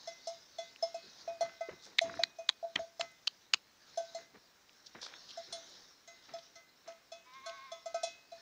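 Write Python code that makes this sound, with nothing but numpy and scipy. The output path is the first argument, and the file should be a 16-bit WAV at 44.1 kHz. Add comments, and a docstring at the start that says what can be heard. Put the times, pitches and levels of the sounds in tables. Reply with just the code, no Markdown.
"""Sheep bell on a hillside

Sheep graze in the open; one wears a sheet-metal bell that clanks as it tugs at the grass, each clapper
blow a hollow note under ringing wall modes. Someone among them turns in a jacket, cloth hissing on
cloth, and shifts on the turf with soft thuds and snapping stalks. Seven sharp smacks ring a small cavity
close by, like tongue clicks to coax a lamb. Near the end a sheep gives one quavering bleat far off."""
import sys
import numpy as np
from scipy import signal
from scipy.fft import rfft, irfft
from scipy.io import wavfile
from scipy.ndimage import uniform_filter1d

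SR = 44100
rng = np.random.default_rng(int(sys.argv[2]) if len(sys.argv) > 2 else 0)


def store_wav(level_fs):
    """Save 16-bit WAV to argv[1]."""
    pcm = np.round(np.clip(np.atleast_2d(level_fs), -1, 1) * 32767)
    wavfile.write(sys.argv[1], SR, pcm.T.astype(np.int16))


N = 370881


def bell(hollow_hz=671, sway_hz=4.9, flutter_db=2.06, split_hz=14, rasp_db=-24, clank_t60=0.47):
    """Each clapper blow wakes the cup's quickly damped hollow note and the thinner modes of its wall."""
    # clapper blows: (time [s], hollow note [dB], its t60 [s], low hum [dB], high clang [dB],
    # humming mode [Hz], pinging mode [Hz], ping over the clang [dB])
    blows = [(0.073, -31.5, .13, -52.5, -52, 2045, 6212, 1),
             (0.2708, -27.5, .17, -62.5, -49.5, 2115, 5221, 7.5),
             (0.584, -32, .16, -53.5, -52.5, 2045, 3445, 7.5),
             (0.825, -25.5, 0.16, -58, -50, 2115, 5221, 18), (0.943, -29.5, .11, -58, -57, 2562, 5221, 7),
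             (1.276, -29, .22, -57.5, -61.5, 2497, 5458, 2),
             (1.408, -20, .15, -48.5, -48.5, 2045, 4301, 7.5), (1.607, -29, .14, -49, -60.5, 2045, 6212, 2),
             (2.013, -26, .26, -56, -48, 2115, 6212, 2), (2.191, -25, .12, -56.5, -60.5, 2497, 6212, 7),
             (2.385, -36, 0.17, -60, -63, 2497, 6212, 8), (2.627, -31.5, .2, -70, -71, 1534, 3967, 2),
             (2.791, -32.5, 0.21, -68, -63, 1534, 6529, 4.5), (2.995, -28, .13, -51, -49, 2045, 4301, 0.5),
             (3.973, -28.5, .22, -57, -49.5, 1534, 6212, 6),
             (4.147, -31.5, .13, -57.5, -55.5, 2045, 4301, 9.5),
             (5.372, -33, .13, -65, -55.5, 2045, 4301, -1),
             (5.525, -36.5, .21, -60.5, -45, 2115, 4301, 4.5),
             (6.075, -47.5, .2, -56, -59.5, 2045, 6529, 4), (6.336, -34, .16, -59, -57.5, 1291, 5221, 10),
             (6.555, -51, .15, -57.5, -61.5, 2045, 6212, 5.5), (6.876, -37, .19, -58.5, -58, 1291, 5221, 2),
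             (7.118, -37, .17, -57.5, -55, 2562, 3445, 2.5), (7.46, -37.5, .25, -50, -51, 1534, 3445, 0.5),
             (7.717, -36.5, 0.17, -54, -54.5, 1291, 3445, 6.5),
             (7.857, -32.5, .15, -54, -54, 1291, 3967, -11), (7.943, -28, .16, -45, -50, 1291, 6212, 2),
             (8.032, -27.5, .14, -48, -43, 2562, 5749, 0.5),
             (8.317, -41.5, 0.21, -66, -63, 2497, 4021, 6.5)]
    # modes of the sheet-metal wall: (frequency [Hz], relative level [dB], t60 [s])
    wall_modes = [(1076, -22, 0.3), (1291, -7.5, 0.34), (1534, -12, 0.7), (2045, -8, 0.55),
                  (2115, -15, 0.6), (2497, -12, 0.65), (2562, -17, 0.6), (3143, -16, 0.21),
                  (3445, -5, 0.26), (3892, -15, 0.3), (3967, -8, 0.35), (4021, -10, 0.2), (4301, -2, 0.16),
                  (4742, -14, 0.24), (4968, -18, 0.26), (5221, 0, 0.14), (5458, -7, 0.19),
                  (5620, -14, 0.19), (5749, -7, 0.17), (6212, -1, 0.13), (6443, -9, 0.2), (6529, -8, 0.27),
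                  (6992, -16, 0.16), (7353, -12, 0.12), (7590, -18, 0.11), (8118, -21, 0.11),
                  (8828, -24, 0.16), (9598, -32, 0.17), (10039, -23, 0.09), (10755, -31, 0.12)]
    out, t = np.zeros(N), np.arange(int(.7 * SR)) / SR
    hz, db, t60 = np.transpose(wall_modes)
    register = np.searchsorted([2800, 6900], hz)  # low, high, top
    # the seam splits each mode into a beating pair
    beats = 1 + 0.15 * np.exp(2j * np.pi * split_hz * rng.standard_normal((len(hz), 1)) * t)
    rings = amp(-60 * t / t60[:, None]) * np.exp(2j * np.pi * hz[:, None] * t) * beats
    attack_s = np.where(register == 0, 0.0043, 0.0011)  # the low modes swell in last
    rings *= 1 - np.exp(-t / attack_s[:, None])
    for s, note_db, note_t60, hum_db, clang_db, hum_hz, ping_hz, ping_db in blows:
        rise_s = 0.0023 * amp(-0.37 * (note_db + 28.5))  # a gentle blow builds up more slowly
        # the swinging mouth bends and shakes the hollow note; a narrow band of noise roughens it
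        turns = np.cumsum(hollow_hz + sway_hz * drift(len(t), 50)) / SR
        cup = np.sin(2 * np.pi * turns) + amp(rasp_db) * noise_band(len(t), 533, 866)
        decay = amp(note_db - 60 * t / note_t60 + flutter_db * drift(len(t), 90))
        note = cup * decay * (1 - np.exp(-t / rise_s)) ** 2
        top_db = clang_db + 2 + 0.24 * (clang_db + 56)  # a harder blow is brighter
        # the clapper never lands on the same spot, and each spot favours one low and one high mode
        spot_db = np.array([3, 3, 5])[register] * rng.standard_normal(len(hz))
        mode_db = db + np.array([hum_db - 1, clang_db, top_db])[register] + spot_db
        mode_db[abs(hz - hum_hz).argmin()] = hum_db
        mode_db[abs(hz - ping_hz).argmin()] = clang_db + ping_db
        phases = np.exp(2j * np.pi * rng.random(len(hz)))
        wall = (amp(mode_db) * phases @ rings).real
        clank = noise_band(len(t), 2810, 6800, order=6) * amp(clang_db - 8 - 60 * t / clank_t60)
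        add(out, s, note + wall + clank)
    return out


def smacks(wet_share=0.15, wet_decay_s=0.0013, fizz_db=-25, fizz_s=0.0044):
    """A seal fizzes briefly, then lets go in two snaps that each ring a small cavity for an instant."""
    # double snaps: (time [s], first peak [dB], lower cavity [Hz], upper cavity [Hz], sharpness [dB],
    # gap to the second snap [s], second peak over the first [dB])
    releases = [(1.9864, -12, 2120, 3720, -17, .0041, 4.5), (2.236, -11, 2110, 4140, -15.5, .002, -2.5),
                (2.4914, -9.5, 3170, 3950, -5, 0.0057, -8.5), (2.7582, -19, 2030, 3220, -18.5, .0022, 3),
                (3.0102, -19.5, 2740, 4300, -7.5, .0023, 2.5), (3.2737, -16, 3020, 4280, -19, 0.0032, 0.5),
                (3.537, -8, 2600, 4550, -7, 0.0059, -3)]
    out, t = np.zeros(N), np.arange(1024) / SR
    for start, first_db, low_hz, high_hz, sharp_db, gap_s, second_db in releases:
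        cavity = [(low_hz, 750, 1), (high_hz, 1100, -amp(1)), (6670, 1700, amp(sharp_db - 1))]
        for s, peak_db in [(start, first_db), (start + gap_s, first_db + second_db)]:
            push = (t == 0) + wet_share * rng.standard_normal(len(t)) * np.exp(-t / wet_decay_s)
            ring = sum(gain * formant(push, hz, width_hz) for hz, width_hz, gain in cavity)
            body = amp(sharp_db + 1) * band(push, 930, 3420)
            snap = band(ring + body, 250, 7100, order=5)
            add(out, s, amp(peak_db) * snap / abs(snap).max())
            fizz = noise_band(len(t), 2000, 6200, order=3)[:round(fizz_s * SR)]
            fizz *= np.linspace(0, 1, len(fizz))
            add(out, s - len(fizz) / SR, amp(peak_db + fizz_db) * fizz)
    return out


def turf(thud_width_hz=292, weight_lag_s=0.0219, weight_db=-15.5):
    """Hooves and feet thud in soft ground and crush grass, then the weight settles."""
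    # steps: (time [s], thud level [dB], length [s], thud's low edge [Hz], crunch over the thud [dB])
    steps = [(1.029, -65, .1, 130, -18), (1.172, -71, 0.35, 101, 5), (1.394, -64, 0.18, 100, 5.5),
             (1.685, -42.5, 0.033, 330, -9), (1.71, -57.5, 0.063, 160, 1.5), (1.854, -65, 0.12, 180, 2),
             (2.032, -54.5, 0.13, 90, -2), (2.093, -57.5, .2, 102, 0), (2.755, -49, .028, 90, 6),
             (2.768, -57, .06, 55, 1), (2.999, -64.5, 0.069, 121, 10.5), (3.536, -53.5, 0.022, 170, -5),
             (4.172, -67, 0.088, 240, 3), (4.335, -63, 0.064, 160, 3), (4.944, -59, 0.063, 129, 5),
             (4.996, -74, 0.2, 220, 16), (5.112, -76, 0.1, 180, 16.5), (5.477, -64.5, 0.12, 152, 2),
             (6.279, -64.5, .11, 110, 6.5), (6.855, -71, 0.084, 191, 13.5)]
    out, size = np.zeros(N), SR // 2
    for s, db, length, low_hz, crunch_db in steps:
        soil = grainy(size, depth_db=3, rate_hz=116.2)
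        thud = unit_rms(band(soil, low_hz, low_hz + thud_width_hz, order=3))
        grass = grainy(size, depth_db=5, rate_hz=301.6)
        crunch = unit_rms(band(grass, 375, 2260, order=3))
        weight = noise_band(size, 55, 170, order=3)
        envelope = swell(length, size)
        add(out, s, amp(db) * envelope * (thud + amp(crunch_db) * crunch))
        add(out, s + weight_lag_s, amp(db + weight_db) * envelope * weight)
    return out


def stalks(ticks_per_s=0.7, tick_db=-64, tick_s=0.0055, tick_hz=(2500, 7500)):
    """Single stalks snap or swish, with fainter ticks scattered among them."""
    # snaps and swishes: (time [s], level [dB], length [s], centre [Hz])
    snaps = [(0.76, -46.5, 0.0034, 2730), (1.818, -57, 0.1, 5300), (1.853, -41.5, 0.0017, 4400),
             (2.094, -42.5, 0.0071, 1430), (2.14, -38.5, 0.0043, 1410), (4.694, -57.5, .003, 2500),
             (4.86, -50.5, 0.024, 4930), (5.011, -45, 0.083, 4900), (5.138, -36.5, .003, 2300),
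             (5.283, -52, 0.088, 4420), (6.385, -54, 0.014, 4220), (6.924, -48, 0.0021, 2920),
             (7.335, -57, .014, 4700), (7.493, -48, 0.0086, 4160)]
    out, size = np.zeros(N), SR // 2
    ticks = [(when * N / SR, tick_db, tick_s, np.interp(pitch, [0, 1], tick_hz))
             for when, pitch in rng.random((round(ticks_per_s * N / SR), 2))]
    for s, db, length, hz in snaps + ticks:
        spread = 1 + 0.5 * np.exp(-length / 0.004)  # the briefer the snap, the wider its band
        grains = grainy(size, depth_db=3, rate_hz=411)
        crackle = unit_rms(band(grains, 0.68 * hz / spread, 1.2 * hz * spread, order=3))
        add(out, s, amp(db) * swell(length, size) * crackle)
    return out


def jacket(trim_db=0.8, fold_db=3.0, brush_db=-14.5):
    """Cloth hisses as it slides on cloth, each fold with its own colour, over a dull brushing."""
    # swells of the sliding cloth: (time [s], level before the trim [dB])
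    slide = [(0.0, -58.5), (0.18, -62.5), (0.37, -62), (0.47, -63), (0.71, -61), (0.79, -64), (1.2, -57.5),
             (1.39, -67.5), (1.75, -64), (1.95, -66.5), (2.16, -57.0), (2.36, -69.5), (2.68, -70),
             (2.8, -61), (2.93, -71), (3.1, -67.5), (3.7, -72.5), (3.9, -61), (4.23, -61), (4.28, -70.5),
             (4.68, -70.5), (5.18, -59.5), (5.76, -56.5), (6.01, -70), (6.19, -64.5), (6.42, -64),
             (6.62, -71.5), (7.24, -72.5), (7.34, -65.5), (7.83, -69.5), (8.08, -60), (8.24, -74),
             (8.38, -61)]
    # colour of the cloth's hiss: (frequency [Hz], relative level [dB])
    cloth_colour = [(500, -20), (1200, -9), (1600, -5), (2050, -9), (2600, -16), (3300, -8), (3850, 0),
                    (4700, -3), (5500, 0.5), (6000, -5), (6600, -9.5), (8000, -32), (10000, -33),
                    (16000, -50)]
    spectra = signal.stft(grainy(N, depth_db=1, rate_hz=150), nperseg=512)[2]
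    # folds lift and dip random patches of frequency and time
    folds = uniform_filter1d(rng.standard_normal(spectra.shape), size=6, axis=0)
    folds = unit_rms(uniform_filter1d(folds, size=14, axis=1))
    friction = signal.istft(spectra * amp(fold_db * folds))[1][:N]
    hiss = coloured(friction, cloth_colour)
    brush = unit_rms(band(grainy(N, depth_db=0.5, rate_hz=40), 147, 840))
    slide_db = np.interp(np.arange(N) / SR, *np.transpose(slide))
    return amp(trim_db + slide_db) * (hiss + amp(brush_db) * brush)


def bleat(start_s=7.24, length_s=0.58, pitch_hz=273, level_db=-54.5, quaver_hz=10.5, jitter=0.0058):
    """Quavering pulses and breath pass through a far sheep's throat in one arch of pitch."""
    # throat formants: (frequency [Hz], width before broadening [Hz], relative level [dB])
    throat = [(1080, 170, 0), (1480, 330, -13), (2150, 200, -7), (3680, 380, -14)]
    out, t = np.zeros(N), np.arange(0, length_s, 1 / SR)
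    quaver = np.cos(2 * np.pi * quaver_hz * (t - 0.027))
    arch = 1 - 0.11 * (2 * t / length_s - 1) ** 2
    pitch = pitch_hz * (arch + 0.016 * quaver)
    turns = np.cumsum(pitch * (1 + jitter * drift(len(t), 125.2))) / SR
    pulses = unit_rms(sum(np.cos(2 * np.pi * k * turns) for k in range(3, 18)))
    breath = 0.5 * rng.standard_normal(len(t)) * (1 + np.cos(2 * np.pi * turns))
    voice = sum(amp(db) * formant(pulses + breath, hz, 1.5 * width_hz) for hz, width_hz, db in throat)
    voice = unit_rms(band(voice, 960, 4300, order=5))  # grass and distance take the lows and the top
    envelope = np.minimum(t / 0.055, 1) * np.minimum((length_s - t) / 0.15, 1)
    shake_db = 15 * np.exp(-t / 0.08) * (quaver - 1) / 2  # the level quavers most at the start
    flutter_db = 0.6 * drift(len(t), 32.5)
    add(out, start_s, voice * envelope * amp(level_db + shake_db + flutter_db))
    return out


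def hillside(x, t60):
    """The slope and the bushes scatter a sound into a tail of sparse echoes."""
    t = np.arange(SR) / SR
    echoes = rng.standard_normal(SR) * (rng.random(SR) < 2000 / SR)  # about 2000 a second
    echoes *= amp(-60 * t / t60) * (t > .008)
    return signal.fftconvolve(x, echoes / np.linalg.norm(echoes))[:N]


def air(level_db=-64.5):
    """A steady bed of still air and microphone hiss."""
    # colour of the bed: (frequency [Hz], relative level [dB])
    air_colour = [(20, -15), (60, -4), (130, -2), (300, 0), (700, -2), (1500, -2.5), (2800, -5.5),
                  (5000, -10), (7000, -10), (9000, -20.5), (13500, -22.5), (14300, -14), (15300, -11),
                  (16000, -1)]
    return amp(level_db) * coloured(rng.standard_normal(N), air_colour)


def amp(db):
    """Decibels to gain."""
    return 10 ** (np.asarray(db) / 20)


def unit_rms(x):
    """Scales to rms 1."""
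    return x / np.sqrt(np.mean(x ** 2) + 1e-20)


def add(mix, s, sound):
    """Mixes a sound in at s seconds."""
    part = mix[max(round(s * SR), 0):][:len(sound)]
    part += sound[:len(part)]


def band(x, lo_hz, hi_hz, order=2):
    """Causal band-pass."""
    sos = signal.butter(order, [lo_hz, min(hi_hz, .48 * SR)], "band", fs=SR, output="sos")
    return signal.sosfilt(sos, x)


def noise_band(size, lo_hz, hi_hz, order=2):
    """Band-passed noise at rms 1."""
    return unit_rms(band(rng.standard_normal(size), lo_hz, hi_hz, order))


def formant(x, hz, width_hz):
    """Two like resonators in series, each width_hz wide, with peak gain 1."""
    b, a = signal.iirpeak(hz, hz / width_hz, fs=SR)
    return signal.lfilter(b, a, signal.lfilter(b, a, x))


def coloured(x, points):
    """Equalises x along (frequency [Hz], level [dB]) points, then scales to rms 1."""
    hz, db = np.transpose(points)
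    bins_hz = np.fft.rfftfreq(len(x), 1 / SR)
    curve_db = np.interp(np.log(bins_hz + 1), np.log(hz + 1), db)
    return unit_rms(irfft(rfft(x) * amp(curve_db), len(x)))


def drift(size, hz):
    """A random wander of rms about 1 that takes a new course hz times a second."""
    knots = rng.standard_normal(int(size / SR * 1000) + 3)
    return np.interp(np.arange(size) / SR * hz, np.arange(len(knots)), knots) / np.sqrt(2 / 3)


def grainy(size, depth_db, rate_hz):
    """Noise that comes in little clumps, at rms 1."""
    return unit_rms(rng.standard_normal(size) * amp(depth_db * np.clip(drift(size, rate_hz), -2.2, 2.2)))


def swell(length_s, size):
    """Envelope of a brief contact: quick rise, slower fall, peak 1."""
    u = np.arange(size) / SR / (length_s / 4)
    return u * np.exp(1 - u)


def scene(bell_wet_db=-28, smack_wet_db=-27, bleat_wet_db=-13):
    """Bell, smacks and rustling close by, the bleat far off, all in quiet open air."""
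    clanks, clicks, far_bleat = bell(), smacks(), bleat()
    long_tail = hillside(amp(bell_wet_db) * clanks + amp(bleat_wet_db) * far_bleat, t60=0.93)
    short_tail = hillside(amp(smack_wet_db) * clicks, t60=0.12)
    ambience = long_tail + short_tail + air()
    return (clanks + clicks + turf() + stalks() + jacket() + far_bleat + ambience)[None]


def record(dry, cutoff_hz=15600):
    """A steep low-pass trims the very top."""
    low_pass = signal.firwin(511, cutoff_hz, window=("kaiser", 9), fs=SR)
    return signal.oaconvolve(dry, low_pass[None], "same")


dry = scene()
out = record(dry)
store_wav(out)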